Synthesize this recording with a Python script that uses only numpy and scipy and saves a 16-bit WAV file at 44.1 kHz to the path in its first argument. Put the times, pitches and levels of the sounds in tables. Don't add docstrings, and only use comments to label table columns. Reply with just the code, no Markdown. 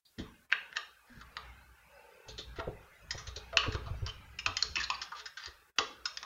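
import sys
import numpy as np
from scipy import signal
from scipy.fft import rfft, irfft
from scipy.io import wavfile
from scipy.ndimage import uniform_filter1d

SR = 44100
rng = np.random.default_rng(int(sys.argv[2]) if len(sys.argv) > 2 else 0)


def to_wav(s):
    ch = np.atleast_2d(s).T
    pcm = np.round(np.clip(ch, -1, 1) * 32767)
    wavfile.write(sys.argv[1], SR, pcm.astype(np.int16))


N = 275625
TIME = np.arange(N) / SR

# (time [s], level [dB])
RUSTLE_LEVELS = [(0, -90), (.25, -57.5), (.42, -65.5), (.6, -55), (1.02, -63), (1.45, -56), (1.72, -63),
                 (1.95, -60), (2.3, -59), (2.9, -59), (3.9, -55), (4.7, -60.5), (5.05, -55.5),
                 (5.32, -64.5), (5.5, -61), (5.68, -64), (5.9, -61), (6.25, -57)]
# (frequency [Hz], level [dB])
RUSTLE_TONE = [(88, -43.5), (150, -6), (249, -20), (270, -18), (556, -7.5), (665, -14), (879, -5),
               (1020, -10), (1560, -3), (1840, -11), (2590, -9.5), (3310, -16.5), (7500, -24),
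               (9750, -69.5), (16500, -120)]
BAND_EDGES = [360, 750, 1400, 2200, 3100, 3900, 4900, 7600]
# (frequency [Hz], level [dB])
TOUCH_TONE = [(433, -5.33), (1025, -3), (1755, 0.93), (2610, -3.13), (3480, 0.5), (4370, -1.9),
              (6100, -1.97)]
# (frequency [Hz], level [dB], ring time [s])
GLASS_NOTES = [(1195, -23, 0.038), (1272, 2.5, 0.02), (1744, -28, 0.12), (1960, -8, 0.013),
               (2556, -3.5, 0.035), (2810, -2, 0.12), (3310, -24, 0.011), (4220, -1.5, 0.0089),
               (4470, -21.5, 0.09), (5246, 1, 0.0054), (6010, -25, 0.016), (6535, -4, 0.015)]
# (time [s], decay [s], level [dB], brightness [dB per octave], bass edge [Hz],
# lower note [Hz], its boost [dB], upper note [Hz], its boost [dB])
CLICK_EVENTS = [(0.052, 0.015, -83, 1.5, 200.0, 3770.0, 17, 4760, 21.5),
                (0.1839, 0.021, -57, 3.7, 200.0, 1900.0, 6.5, 3230, 6.2),
                (0.503, 0.0034, -60.5, -10.9, 2010.0, 2230.0, 10, 3662.0, 0),
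                (0.5251, 0.00093, -34.8, -9.5, 2200, 1580.0, 10, 2340, 12.5),
                (0.7277, 0.00032, -64, 0, 200.0, 1540.0, 14.5, 2920.0, 8),
                (0.7683, 0.0019, -41, 1.9, 1070, 1690, 3, 2716, 8),
                (1.2104, 0.0089, -59.5, 0.9, 1070, 1230, 11, 1496, 7),
                (1.3681, 0.00077, -43.5, -5.5, 1190, 1950.0, -4.5, 4120, 4),
                (2.2828, 0.024, -58.5, 9.5, 200.0, 4160.0, -0.5, 6360.0, -5.5),
                (2.3793, 0.019, -53.5, 4.5, 200.0, 3670.0, 8.3, 4050, 4.5),
                (3.1069, 0.008, -45, 5.5, 230.0, 1930, 7, 4980, 4.5),
                (3.1758, 0.025, -54.5, 1, 480.0, 1970, 2, 5870, 6.7),
                (3.2686, 0.017, -53.0, 4, 450.0, 3940, 2, 6050, 0.5),
                (3.3607, 0.012, -51.1, 9.5, 200.0, 4100.0, 0.5, 5650, -7),
                (3.571, 0.0012, -30.5, 1, 715, 2828, 11.5, 4520, 5.5),
                (3.6352, 0.008, -43, -12.5, 1740.0, 1270, 4, 2770, 5.5),
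                (3.722, 0.0081, -50, 3, 500.0, 1690, 5.6, 3900, -2),
                (3.86, 0.02, -63, 0, 200.0, 1215, 13.5, 3940, 6),
                (4.063, 0.0066, -49.5, -1.9, 585, 4790.0, 6, 5490, 10),
                (4.3876, 0.0075, -49, -2.5, 1490.0, 2470, 15, 5270, 11.5),
                (4.4611, 0.0041, -35.5, 1.1, 500.0, 1194, 4, 2470, 7.5),
                (4.568, 0.002, -34.5, -0.3, 1740, 3180, 0, 5040, 4),
                (4.6252, 0.00061, -42, 2.7, 380.0, 4190, 14, 5500, 10.5),
                (4.756, 0.0051, -41, -0.7, 1360.0, 2725, 8, 5330, 7.5),
                (4.767, 0.001, -41.5, -5.8, 1280.0, 2610, 12, 3480, -9),
                (4.9012, 0.0018, -42, 5, 200.0, 1040, 16, 2650, 14),
                (5.0152, 0.012, -43.5, 0.9, 880, 3320, 2, 5180, 4.5),
                (5.1181, 0.0075, -58.5, 0, 595, 1100, 19, 1670, 8.5),
                (5.2565, 0.011, -51.5, 1.3, 1080.0, 1747.0, 7.5, 5080, 8),
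                (5.371, 0.011, -50.5, 1, 1000, 1547, 4.5, 3470, -3),
                (5.459, 0.0012, -61.5, 13, 580.0, 1750.0, 20.0, 4830, 8),
                (5.7852, 0.0037, -31, 1.75, 362, 1184, 3, 2840, 2),
                (6.0553, 0.0054, -40, 1.5, 980.0, 1400, 1, 5100, 8),
                (6.172, 0.0021, -43, -0.7, 1890, 3300.0, -2, 5050, 3.8),
                (6.229, 0.0017, -48, -2.2, 740.0, 1960.0, -3.5, 5300, 4)]
# (time [s], swell [s], thud [Hz], thud level [dB], knock [Hz], knock level [dB])
THUD_EVENTS = [(0.177, 0.024, 103.6, -48, 190, -38), (0.195, 0.017, 71.4, -40.5, 280, -44.5),
               (1.093, 0.021, 243.4, -55, 255, -71), (1.144, 0.026, 237.4, -58, 129, -54),
               (2.283, 0.0078, 69.6, -47, 446, -47), (2.383, 0.012, 75, -51, 405, -45.5),
               (2.583, 0.0084, 78, -37, 398, -36.5), (2.669, 0.01, 155, -37.5, 408, -32),
               (2.676, 0.011, 107, -38.5, 250, -47), (3.146, 0.0064, 93, -38, 446, -43.5),
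               (3.27, 0.012, 87, -40.5, 450, -55.5), (3.362, 0.013, 83, -43.5, 450, -45),
               (3.521, 0.031, 80, -48, 620, -56), (3.662, 0.0069, 70, -60, 410, -36.5),
               (3.679, 0.0079, 90, -25.5, 266, -33), (3.746, 0.0075, 79, -27.5, 388, -36),
               (3.869, 0.011, 64.6, -34, 770, -47), (3.901, 0.013, 98, -32, 440, -54),
               (3.931, 0.012, 65, -33, 610, -51), (4.017, 0.015, 96.5, -29.5, 420, -47.5),
               (4.06, 0.01, 75, -38.5, 437, -70), (4.456, 0.027, 90, -42, 278, -52),
               (4.675, 0.024, 77, -48, 395, -62), (4.766, 0.015, 87, -50, 287, -49),
               (5.469, 0.014, 71, -49, 398, -54), (5.785, 0.0084, 107, -52, 766, -36.5),
               (5.79, 0.014, 70, -53, 517, -45)]
# (start [s], end [s], level [dB], brightness [dB per octave],
# bass edge [Hz], squeak boost [dB], squeak [Hz])
SCRAPE_EVENTS = [(0.515, 0.529, -43.5, -8.5, 1640, 6, 2240.0), (0.755, 0.776, -48.5, -2.2, 735, 6.5, 1780),
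                 (1.059, 1.246, -78.5, 6, 201, 16.5, 1660.0),
                 (2.557, 2.592, -60.5, -2.5, 200.0, 0.5, 760.0),
                 (2.588, 2.606, -49.5, -7.0, 764, 4.5, 690.0), (3.525, 3.547, -57.5, -7, 537, 8.5, 630),
                 (3.739, 3.756, -49.5, -0.8, 420.0, 5, 1280), (4.069, 4.109, -59, 2.8, 530.0, 16, 3100),
                 (4.59, 4.598, -60, -1.5, 1000.0, 16, 3000), (4.776, 4.8, -46, -4.5, 1820, 11.5, 2530),
                 (4.799, 4.821, -48.5, 5.5, 200.0, 14, 1750), (4.828, 4.85, -48.5, 4, 660.0, 8.5, 4140),
                 (4.939, 4.956, -54.5, -5.5, 1570.0, 14, 4580.0), (5.148, 5.224, -56, 1, 473, -6, 1250),
                 (5.385, 5.501, -57, -1.6, 1140.0, 3.5, 4800)]
# (start [s], end [s], level [dB])
ARM_LEANS = [(1.1, 1.587, -57.5), (2.25, 2.63, -52.5), (2.994, 3.55, -55), (3.606, 4.032, -48),
             (4.122, 4.512, -57), (4.62, 4.814, -53), (5.834, 6.042, -72)]
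# (time [s], level [dB], whoosh pitch [Hz])
SWEEP_PATH = [(1.8, -88, 641), (1.977, -59, 550), (2.098, -63.5, 510), (2.24, -64, 447), (2.36, -66, 404)]
# (frequency [Hz], width [Hz], level [dB])
SWEEP_BRUSHING = [(885, 40, -5), (1540, 91, -7.5), (2656, 32, -7)]
# (time [s], level [dB])
BEAKER_HITS = [(3.572, -27), (3.638, -47.5), (4.462, -52), (5.788, -50)]
# (frequency [Hz], level [dB], ring time [s])
BEAKER_NOTES = [(1137, -5, 0.25), (1220, -3.5, 0.15), (2650, -12.5, 0.18), (2860, -1.5, 0.16),
                (3000, 1, 0.16), (2920, -5.5, 0.14), (3153, -14, 0.28), (4290, -24.5, 0.2),
                (4520, -4.5, 0.1)]
# (frequency [Hz], level [dB])
ROOM_TONE = [(100, 9.5), (400, 8), (1100, 9), (2000, 0), (3000, 0), (4500, -2.5), (7000, -4.5)]
# (frequency [Hz], ring time [s])
ROOM_RING_TIMES = [(200, 0.66), (530, 0.48), (1400, 0.31), (3500, 0.43), (7000, 0.42)]
# (frequency [Hz], width [Hz], boost [dB])
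ROOM_RESONANCES = [(430, 44, 9.8), (810, 32, 4.9), (1176, 68, 5.4), (2420, 86, 1)]
# (start [s], end [s], level change [dB])
LEVEL_DIPS = [(0, 0.05, -20), (0.466, 0.496, -14), (5.713, 5.759, -22.5)]


def amp(db):
    return 10 ** (np.asarray(db) / 20)


def unit(x):
    return x / np.sqrt(np.mean(x ** 2) + 1e-20)


def look_up(points, hz):
    row_hz, value = np.transpose(points)
    return np.interp(np.log(hz + 1), np.log(row_hz), value)


def add(mix, start_s, sound):
    part = mix[max(round(start_s * SR), 0):][:len(sound)]
    part += sound[:len(part)]


def resonate(x, hz, width_hz):
    fade = np.exp(-np.pi * width_hz / SR)
    return 2 * signal.lfilter([1 - fade], [1, -fade * np.exp(2j * np.pi * hz / SR)], x).real


def narrow(x, hz, width_hz):
    return resonate(resonate(x, hz, width_hz), hz, width_hz)


def rustle(patchy_db=4, level_db=-2):
    hz, _, spectra = signal.stft(rng.standard_normal(N), SR, nperseg=1024, noverlap=768)
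    patch_shape = np.ones((3, 14))
    patches = unit(signal.convolve2d(rng.standard_normal(spectra.shape), patch_shape, "same"))
    spectra *= amp(look_up(RUSTLE_TONE, hz)[:, None] + patchy_db * patches)
    rubbing = signal.istft(spectra, SR, nperseg=1024, noverlap=768)[1][:N]
    return amp(level_db + np.interp(TIME, *np.transpose(RUSTLE_LEVELS))) * unit(rubbing)


def band_of(hz):
    return np.searchsorted(BAND_EDGES[1:-1], hz)


def touch_bands(db, brightness, bass_hz, notes, bass_cut_db_per_octave=19):
    hz, shared_db = np.transpose(TOUCH_TONE)
    octaves_below = np.logaddexp2(0, 6 * np.log2(bass_hz / hz)) / 6
    band_db = db + shared_db + brightness * np.log2(hz / 2500) - bass_cut_db_per_octave * octaves_below
    for note_hz, boost_db in notes:
        band_db[band_of(note_hz)] += boost_db
    return band_db


def shape_tone(x, band_db, seconds, size=8192):
    hz, spectrum = np.fft.rfftfreq(size, 1 / SR), rfft(x, size)
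    bands = [irfft(spectrum * ((hz >= lo) & (hz < hi))) for lo, hi in zip(BAND_EDGES, BAND_EDGES[1:])]
    strengths = [np.std(band[:round(seconds * SR)]) for band in bands]
    gain = (amp(band_db) / strengths)[band_of(hz)]
    bass_cut = hz ** 4 / (hz ** 4 + BAND_EDGES[0] ** 4)
    log_gain = uniform_filter1d(np.log(gain * bass_cut + 1e-9), 41)
    mirrored = np.r_[log_gain, log_gain[-2:0:-1]]
    response = np.exp(np.conj(signal.hilbert(mirrored)))
    return irfft(spectrum * response[:len(hz)])


def glass(force, direct_db):
    ringing = sum(amp(db) * resonate(force, hz, np.log(1000) / np.pi / ring_s)
                  for hz, db, ring_s in GLASS_NOTES)
    return amp(direct_db) * force + ringing


def held_part(force, notes_hz, direct_db, grip_width_hz=415, grip_db=-7.5):
    damped = sum(unit(resonate(force, hz, grip_width_hz)) for hz in notes_hz)
    return unit(glass(force, direct_db)) + amp(grip_db) * damped


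def clicks(direct_db=-8, pre_echo_db=-22, pre_echo_s=0.0034, note_db=-4, chatter_db=-2, size=4096):
    chatter, notes, t = np.zeros(N), np.zeros(N), np.arange(size) / SR
    for start, decay, db, brightness, bass_hz, low_hz, low_boost, high_hz, high_boost in CLICK_EVENTS:
        grit, pre_echo_noise = rng.standard_normal((2, size))
        band_db = touch_bands(db, brightness, bass_hz, [(low_hz, low_boost), (high_hz, high_boost)])
        attack = 1 - np.exp(-t / (0.00023 + decay / 10))
        contact = held_part(grit * attack * np.exp(-t / decay), [low_hz, high_hz], direct_db)
        add(chatter, start, shape_tone(contact, band_db, seconds=0.01))
        pre_echo = glass(pre_echo_noise * t * (t < pre_echo_s), direct_db)
        add(chatter, start - pre_echo_s, amp(pre_echo_db) * shape_tone(pre_echo, band_db, pre_echo_s))
        firmness_db = 0.18 * (db + 43)
        ring_s = 0.027 + 2 * decay
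        for hz in low_hz, high_hz:
            note = attack * np.sin(2 * np.pi * hz * t) * amp(-60 * t / ring_s)
            note /= np.std(note[:SR // 100])
            add(notes, start, amp(band_db[band_of(hz)] + note_db + firmness_db) * note)
    return amp(chatter_db) * chatter, notes


def thuds(knock_width_hz=220, legs_hz=30, legs_db=-5, size=16384):
    out, t = np.zeros(N), np.arange(size) / SR
    for start, swell, thud_hz, thud_db, knock_hz, knock_db in THUD_EVENTS:
        push = (t / swell * np.exp(1 - t / swell)) ** 2
        knock = push * narrow(rng.standard_normal(size), knock_hz, knock_width_hz)
        knock = unit(knock) * np.sqrt(np.mean(push ** 2) / 2)
        swing = np.sin(2 * np.pi * thud_hz * t) + amp(legs_db) * np.sin(2 * np.pi * legs_hz * t)
        add(out, start, amp(thud_db) * push * swing + amp(knock_db) * knock)
    return out


def scrapes(slips_per_s=1200, spread_db=4, squeak_db=-3, level_db=-1, size=7168):
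    out, t = np.zeros(N), np.arange(size) / SR
    for start, end, db, brightness, bass_hz, boost_db, squeak_hz in SCRAPE_EVENTS:
        band_db = touch_bands(db, brightness, bass_hz, [(squeak_hz, boost_db)])
        slips = (rng.random(size) < slips_per_s / SR) * rng.standard_normal(size)
        slips *= amp(spread_db * rng.standard_normal(size))
        length = end - start
        stroke = np.sqrt(np.clip(np.sin(np.pi * np.minimum(t / length, 1)), 0, 1))
        force = (slips + 0.14 * rng.standard_normal(size)) * stroke
        squeak = unit(resonate(force, squeak_hz, width_hz=130))
        slide = unit(glass(force, direct_db=-12)) + amp(squeak_db) * squeak
        add(out, start, shape_tone(slide, band_db, length))
    return amp(level_db) * out


def table_sway(settle_s=0.06, fade_db_per_s=77, resting_db=-77.5, upper_db=-6):
    pressure = rng.standard_normal(N)
    lower = unit(narrow(pressure, hz=60, width_hz=14))
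    upper = unit(narrow(pressure, hz=92, width_hz=98.6))
    strength = np.full(N, amp(resting_db))
    for start, end, db in ARM_LEANS:
        settling = np.clip((TIME - start) / settle_s, 0, 1)
        strength += settling * amp(db - fade_db_per_s * np.maximum(TIME - end, 0))
    return strength * unit(lower + amp(upper_db) * upper)


def arm_sweep(width_hz=100):
    times, db, hz = np.transpose(SWEEP_PATH)
    air = rng.standard_normal(N)
    cycles = np.cumsum(np.interp(TIME, times, hz)) / SR
    whoosh = unit(narrow(air, 0, width_hz) * np.sin(2 * np.pi * cycles))
    brushing = sum(amp(peak_db) * unit(narrow(air, peak_hz, width))
                   for peak_hz, width, peak_db in SWEEP_BRUSHING)
    passing = (TIME > times[0]) & (TIME < times[-1])
    return (whoosh + brushing) * amp(np.interp(TIME, times, db)) * passing


def beaker():
    out, t = np.zeros(N), TIME[:SR // 2]
    for start, db in BEAKER_HITS:
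        for hz, note_db, ring_s in BEAKER_NOTES:
            add(out, start, amp(db + note_db - 60 * t / ring_s) * np.sin(2 * np.pi * hz * t))
    return out


def room(x, tail_db=-5, early_db=-8, early_ring_s=0.045, echoes_per_s=2000, gap_s=0.0018):
    t = TIME[:SR]
    hz, frame_s, spectra = signal.stft(rng.standard_normal(SR), SR, nperseg=256)
    spectra *= amp(-60 * frame_s / look_up(ROOM_RING_TIMES, hz)[:, None])
    tail = signal.istft(spectra, SR, nperseg=256)[1][:SR] * np.clip(t / gap_s - 1, 0, 1)
    hz = np.fft.rfftfreq(SR, 1 / SR)
    peaks_db = sum(db / (1 + (2 * (hz - peak_hz) / width) ** 2) for peak_hz, width, db in ROOM_RESONANCES)
    tail = irfft(rfft(unit(tail)) * amp(look_up(ROOM_TONE, hz) + peaks_db), SR)
    tail *= (t > gap_s) & (t < 0.9)
    early = rng.standard_normal(SR) * (rng.random(SR) < echoes_per_s / SR)
    early *= (t > gap_s / 2) * amp(-60 * t / early_ring_s)
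    echoes = amp(tail_db) * tail + amp(early_db) * unit(early)
    return signal.fftconvolve(x, echoes)[:N] / np.sqrt(SR)


def table_bounce(x, delay_s=0.000677, share=0.3):
    return (x + share * np.interp(TIME - delay_s, TIME, x)) / np.hypot(1, share)


def suppress_noise(x, threshold_db=-90, floor_db=-12):
    spectra = signal.stft(x, SR, nperseg=1024, noverlap=768)[2]
    power = abs(uniform_filter1d(abs(spectra) ** 2, 3, axis=-1))
    gain = np.maximum(power / (power + amp(threshold_db) ** 2), amp(floor_db))
    return signal.istft(spectra * gain, SR, nperseg=1024, noverlap=768)[1][:, :N]


def dips(fall_s=0.025, return_s=0.005):
    change_db = np.zeros(N)
    for start, end, db in LEVEL_DIPS:
        inside = np.minimum((TIME - start) / fall_s, (end - TIME) / return_s)
        change_db += db * np.clip(inside + 0.5, 0, 1)
    return amp(change_db)


def scene():
    chatter, notes = clicks()
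    touches, blows = chatter + scrapes(), thuds()
    echoes = room(touches + amp(-19.5) * notes + amp(-15.5) * blows)
    motion = table_sway() + rustle() + arm_sweep()
    return (table_bounce(touches) + notes + blows + beaker() + echoes + motion)[None]


def record(dry, mic_top_hz=7150, hiss_db=-71.5, hiss_top_hz=15800):
    mic_filter = signal.firwin(161, mic_top_hz, window=("kaiser", 7), fs=SR)
    final_filter = signal.firwin(511, hiss_top_hz, window=("kaiser", 9), fs=SR)
    heard = signal.oaconvolve(suppress_noise(dry), mic_filter[None], "same")
    heard = dips() * (heard + amp(hiss_db) * rng.standard_normal(N))
    return signal.oaconvolve(heard, final_filter[None], "same")


dry = scene()
out = record(dry)
to_wav(out)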